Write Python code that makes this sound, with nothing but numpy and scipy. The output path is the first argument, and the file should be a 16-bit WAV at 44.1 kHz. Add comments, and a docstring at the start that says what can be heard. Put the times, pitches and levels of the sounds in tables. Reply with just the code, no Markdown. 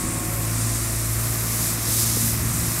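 """The engine of a street sweeper, held at high revs, creeps closer along a wet residential street.
Harmonics of its uneven four-cylinder cycle drone and throb over pulsed noise: rumble and clatter.
A second, slower drive beats against it. Band-filtered noise and impulses make the bristles hiss on
the road in swells. A harmonic whine sinks and fades early; damped modes make the body knock twice."""
import sys
import numpy as np
from scipy import signal
from scipy.fft import rfft, irfft
from scipy.io import wavfile

SR = 44100
rng = np.random.default_rng(int(sys.argv[2]) if len(sys.argv) > 2 else 0)


def generate_wav(sig):
    """Save sig (samples, or channels by samples) to the path in sys.argv[1] as 16-bit PCM at SR."""
    pcm = np.round(np.clip(np.atleast_2d(sig).T, -1, 1) * 32767).astype(np.int16)
    wavfile.write(sys.argv[1], SR, pcm)


N = 123480
T = np.arange(N) / SR

# Mean firing rate of the engine: [t/s, f/Hz]
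FIRING_RATE = [(0, 110.9), (.35, 110.5), (.85, 112.6), (1.7, 112.9), (2.8, 113.8)]
# Tone at the firing rate: [t/s, level/dB]
DRONE = [(0.0, -36), (0.02, -33.5), (0.65, -25), (0.79, -29.5), (1.27, -26), (1.36, -28.5), (1.84, -31.5),
         (1.89, -26.5), (2.76, -29.5), (2.8, -36)]
# Throb at the crank rate, before THROB_TRIM_DB: [t/s, level/dB]
THROB = [(0.0, -39), (0.36, -33.5), (1.01, -31.5), (1.67, -38), (2.43, -40), (2.46, -36), (2.8, -44)]
# Overtones of the firing: [t/s, level/dB at 1.5 times its rate, level/dB at twice its rate]
GROWL = [(0, -43, -46), (.55, -37.5, -47), (.9, -56, -42), (1.2, -57, -51), (1.42, -39, -38),
         (1.7, -40, -42.5), (1.92, -59, -41), (2.1, -46, -38), (2.45, -35.5, -34), (2.62, -31, -42),
         (2.8, -43, -48)]
# Weaker exhaust partials: [multiple of the cycle rate, level/dB far (start), level/dB near (end)]
EXHAUST_PARTIALS = [(9, -40, -53), (10, -58, -52), (12, -45, -45.5), (18, -55, -58), (22, -56.5, -53),
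                    (24, -59, -53), (36, -65, -56)]
# Clear engine note, strongest early on: [t/s, level/dB]; and its multiple of the cycle rate
NOTE = [(0, -57), (.15, -47), (.4, -45.5), (.55, -54), (.7, -58), (2.8, -57)]
NOTE_ORDER = 20
# Clatter spectrum: [f/Hz, relative level/dB per Hz]
CLATTER_COLOUR = [(150, 2), (280, 6), (370, 2.5), (450, -1.5), (640, 0), (880, -3), (1130, 2.5), (1550, -2),
                  (2000, -.5), (2500, -3.5), (3100, -12), (5000, -18.5), (12000, -34)]
# Clatter: [t/s, level/dB]
CLATTER_LEVEL = [(0, -35), (.65, -35), (1.0, -36), (1.35, -34), (2.2, -35), (2.8, -34)]
# Slower drive: [t/s, f/Hz, level/dB of its fundamental]
DRIVE = [(0, 69.5, -52), (1.2, 71, -42), (1.45, 69.97, -44), (2.2, 70.6, -41), (2.55, 70.54, -35),
         (2.8, 71, -41)]
# Rumble: [t/s, level/dB]
RUMBLE_LEVEL = [(0, -33), (.04, -29), (.16, -34.5), (.3, -37), (.5, -39), (1.0, -38), (1.5, -37.5),
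                (2.1, -38), (2.3, -35.5), (2.42, -29.5), (2.62, -34), (2.8, -33.5)]
# Rumble spectrum: [f/Hz, relative level/dB per Hz]
RUMBLE_COLOUR = [(20, -17), (35, -2), (50, -9), (70, 0), (95, -1), (140, 0.5), (195, -3.5), (260, -5.5),
                 (340, -11), (450, -21), (900, -59)]
# Hollow early hum: [t/s, level/dB]; its centre f/Hz; the rate of its wavering, f/Hz
HUM_LEVEL = [(0, -56), (.08, -32), (.2, -43), (.36, -35), (.46, -49), (.8, -60)]
HUM_HZ = 328
HUM_WIDTH_HZ = 22
# Bristle hiss before the band trims:
# [t/s, level/dB of middle band, level/dB of lower re middle, level/dB of top re middle]
BRUSH = [(0.0, -31, -7, -5), (0.12, -30.5, -9.5, -8), (0.37, -35, -5.5, 2), (0.61, -30, -5.5, -5.5),
         (1.2, -32, -5.5, 0), (1.45, -32.5, -3, 1.5), (1.68, -28, -4, 0), (1.79, -34, -1.5, 0),
         (2.0, -24, -2.5, 0), (2.05, -28, -0.5, -1), (2.29, -28, -4, 1), (2.39, -34, -3, 1),
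         (2.6, -29, -6.5, -2.5), (2.7, -31, -3, 1), (2.8, -29, -5.5, -0.5)]
# Spectra of the three hiss bands: [f/Hz, relative level/dB per Hz]
HISS_LOW = [(2000, -19), (3100, -12), (3800, -5.5), (4400, -5.5), (5000, -2), (6200, -0.5), (7200, -2.5),
            (9000, -26)]
HISS_MID = [(4500, -18), (6300, -10.5), (7400, 0.5), (8600, 1), (9600, 1), (10600, -7), (12500, -32)]
HISS_TOP = [(8500, -44), (10200, -0.5), (11000, 0.5), (11900, 1.5), (13000, -2), (14200, -4), (15600, -11)]
# Band trims: [lower level/dB, middle level/dB, top level/dB]
HISS_TRIMS = (0.5, .5, 0.5)
# Whine: [t/s, f/Hz of the absent fundamental, level/dB]
WHINE = [(0, 182.5, -39.5), (.22, 181.5, -39), (.42, 177, -43.5), (.6, 174.5, -44.5), (.9, 168.5, -48),
         (1.1, 166, -65)]
# Whine harmonics: [multiple of the fundamental, level/dB re the whine level]
WHINE_PARTIALS = [(2, -7), (3, -15), (4, -6), (5, -14.5), (6, -4)]
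# Knocks of the body: [onset t/s, peak level/dB]
KNOCKS = [(1.883, -24), (2.170, -15.5)]
# Modes of the body: [f/Hz, relative level/dB, 60 dB decay t/s]
BODY_MODES = [(208, -4, .035), (296, 3, 0.023), (410, -1, 0.024)]

SPEED_JITTER = 0.003  # rms fraction of the firing rate
THROB_TRIM_DB, DRIVE_OCTAVE_DB = -0.5, -2.5
EXHAUST_FLUTTER = 0.36  # rms, relative to the steady partial
RUMBLE_PULSING, CLATTER_PULSING = 0.59, 0.16  # modulation depths, 0 to 1
FLICKS_PER_S, FLICK_SPREAD_DB, FLICK_DB = 5000, 3, -6.5
KNOCK_PUSH_S = 0.0012  # time constant of the onset
TOP_HZ = 15700


def undb(db):
    """A level in decibels is 20 log10 of the amplitude ratio returned here."""
    return 10 ** (np.asarray(db) / 20)


def unit(x):
    """Division by the root mean square gives a signal of rms 1."""
    return x / np.sqrt(np.mean(x ** 2))


def curve(table, axis=1):
    """Linear interpolation in time joins the values of one table column."""
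    rows = np.array(table, float)
    return np.interp(T, rows[:, 0], rows[:, axis])


def colour(x, points):
    """Spectral shaping: multiply the spectrum by a gain curve, then scale to rms 1."""
    hz, db = np.array(points, float).T
    f = np.maximum(np.fft.rfftfreq(N, 1 / SR), 1)
    gain = undb(np.interp(np.log(f), np.log(hz), db))
    # beyond the end points the gain falls by 12 dB per octave
    outside = np.maximum(np.maximum(np.log(hz[0] / f), np.log(f / hz[-1])), 0)
    return unit(irfft(rfft(x) * gain * np.exp(-2 * outside), N))


def noise():
    """White noise: independent Gaussian samples have equal expected power at all frequencies."""
    return rng.standard_normal(N)


def walk(rate):
    """Low-passed noise fluctuates smoothly at about the given rate in Hz, with rms 1."""
    f = np.fft.rfftfreq(N, 1 / SR)
    lowpass = (f > 0) / (1 + (f / rate) ** 2) ** 2
    return unit(irfft(rfft(noise()) * lowpass, N))


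def partial(turns, order, flutter, rate):
    """A harmonic of a rotation; complex modulation makes its amplitude and phase waver."""
    waver = 1 + flutter * (walk(rate) + 1j * walk(rate))
    phase = 2 * np.pi * (order * turns + rng.random())
    return unit(np.real(waver * np.exp(1j * phase)))


def clatter(firings):
    """Amplitude modulation: broadband noise pulses at the firing rate."""
    gate = 1 + CLATTER_PULSING * np.cos(2 * np.pi * firings)
    return undb(curve(CLATTER_LEVEL)) * colour(gate * noise(), CLATTER_COLOUR)


def engine(firings):
    """Harmonic synthesis: uneven cylinders excite multiples of the four-firing cycle."""
    cycle = firings / 4
    drone = undb(curve(DRONE)) * partial(cycle, order=4, flutter=0.064, rate=23)
    throb = undb(curve(THROB) + THROB_TRIM_DB) * partial(cycle, order=2, flutter=0.15, rate=16)
    growl = undb(curve(GROWL)) * partial(cycle, order=6, flutter=0.14, rate=3.7)
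    growl += undb(curve(GROWL, axis=2)) * partial(cycle, order=8, flutter=0.29, rate=6.5)
    upper = np.zeros(N)
    for order, far, near in EXHAUST_PARTIALS:
        level = far + (near - far) * T / T[-1]
        upper += undb(level) * partial(cycle, order, EXHAUST_FLUTTER, rate=8)
    note = undb(curve(NOTE)) * partial(cycle, NOTE_ORDER, flutter=0.13, rate=8)
    return drone + throb + growl + upper + note + clatter(firings)


def drive():
    """Beating: a slower rotation sounds a low tone and its octave against the engine."""
    turns = np.cumsum(curve(DRIVE)) / SR
    tone = partial(turns, order=1, flutter=0.25, rate=6.4)
    octave = partial(turns, order=2, flutter=0.47, rate=8)
    return undb(curve(DRIVE, axis=2)) * (tone + undb(DRIVE_OCTAVE_DB) * octave)


def hum():
    """Narrow-band resonance: random modulation broadens a fixed tone into a hollow early hum."""
    return undb(curve(HUM_LEVEL)) * partial(HUM_HZ * T, order=1, flutter=0.9, rate=HUM_WIDTH_HZ)


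def rumble(firings):
    """Amplitude modulation: low exhaust noise puffs once a crank turn, every two firings."""
    puffs = (1 + RUMBLE_PULSING * np.cos(np.pi * firings)) * noise()
    return undb(curve(RUMBLE_LEVEL)) * colour(puffs, RUMBLE_COLOUR)


def bristles():
    """Shot noise: random flicks of wire on asphalt add to the smooth noise of a wet scrape."""
    strikes = rng.random(N) < FLICKS_PER_S / SR
    strength = undb(FLICK_SPREAD_DB * np.minimum(rng.exponential(size=N), 6))
    flicks = strikes * np.sign(noise()) * strength
    return noise() + undb(FLICK_DB) * unit(flicks)


def brush():
    """Band-filtered friction noise: three bands swell separately as the broom bears on the road."""
    middle = curve(BRUSH)
    levels = (middle + curve(BRUSH, axis=2), middle, middle + curve(BRUSH, axis=3))
    hiss = np.zeros(N)
    for level, trim, shape in zip(levels, HISS_TRIMS, (HISS_LOW, HISS_MID, HISS_TOP)):
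        hiss += undb(level + trim) * colour(bristles(), shape)
    return hiss * undb(0.39 * walk(25))  # shared flutter, 0.39 dB rms


def whine():
    """Harmonics of a gliding fundamental: a machine whine sinks in pitch as it fades."""
    turns = np.cumsum(curve(WHINE) * (1 + 0.0025 * walk(12))) / SR
    tone = np.zeros(N)
    for order, db in WHINE_PARTIALS:
        tone += undb(db) * partial(turns, order, flutter=0.18, rate=12)
    return undb(curve(WHINE, axis=2)) * tone


def knocks():
    """Modal decay: each dull knock is a sum of quickly damped sinusoids of the body."""
    out = np.zeros(N)
    for start, db in KNOCKS:
        age = np.maximum(T - start, 0)
        ring = np.zeros(N)
        for hz, mode_db, t60 in BODY_MODES:
            decay = np.exp(-np.log(1000) * age / t60)
            ring += undb(mode_db) * np.sin(2 * np.pi * hz * age) * decay
        ring *= 1 - np.exp(-age / KNOCK_PUSH_S)
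        out += undb(db) * ring / np.abs(ring).max()
    return out


def scene():
    """Superposition: all sources add straight ahead, the same in both ears."""
    rate = curve(FIRING_RATE) * (1 + SPEED_JITTER * walk(10.7))
    firings = np.cumsum(rate) / SR  # running count
    mid = engine(firings) + drive() + rumble(firings) + hum() + brush() + whine() + knocks()
    return np.array([mid, mid])


def record(dry):
    """Low-pass filtering: an elliptic filter cuts the top steeply."""
    lowpass = signal.ellip(12, 0.1, 90, TOP_HZ, fs=SR, output="sos")  # 0.1 dB ripple, 90 dB stop
    return signal.sosfilt(lowpass, dry)


dry = scene()
out = record(dry)
generate_wav(out)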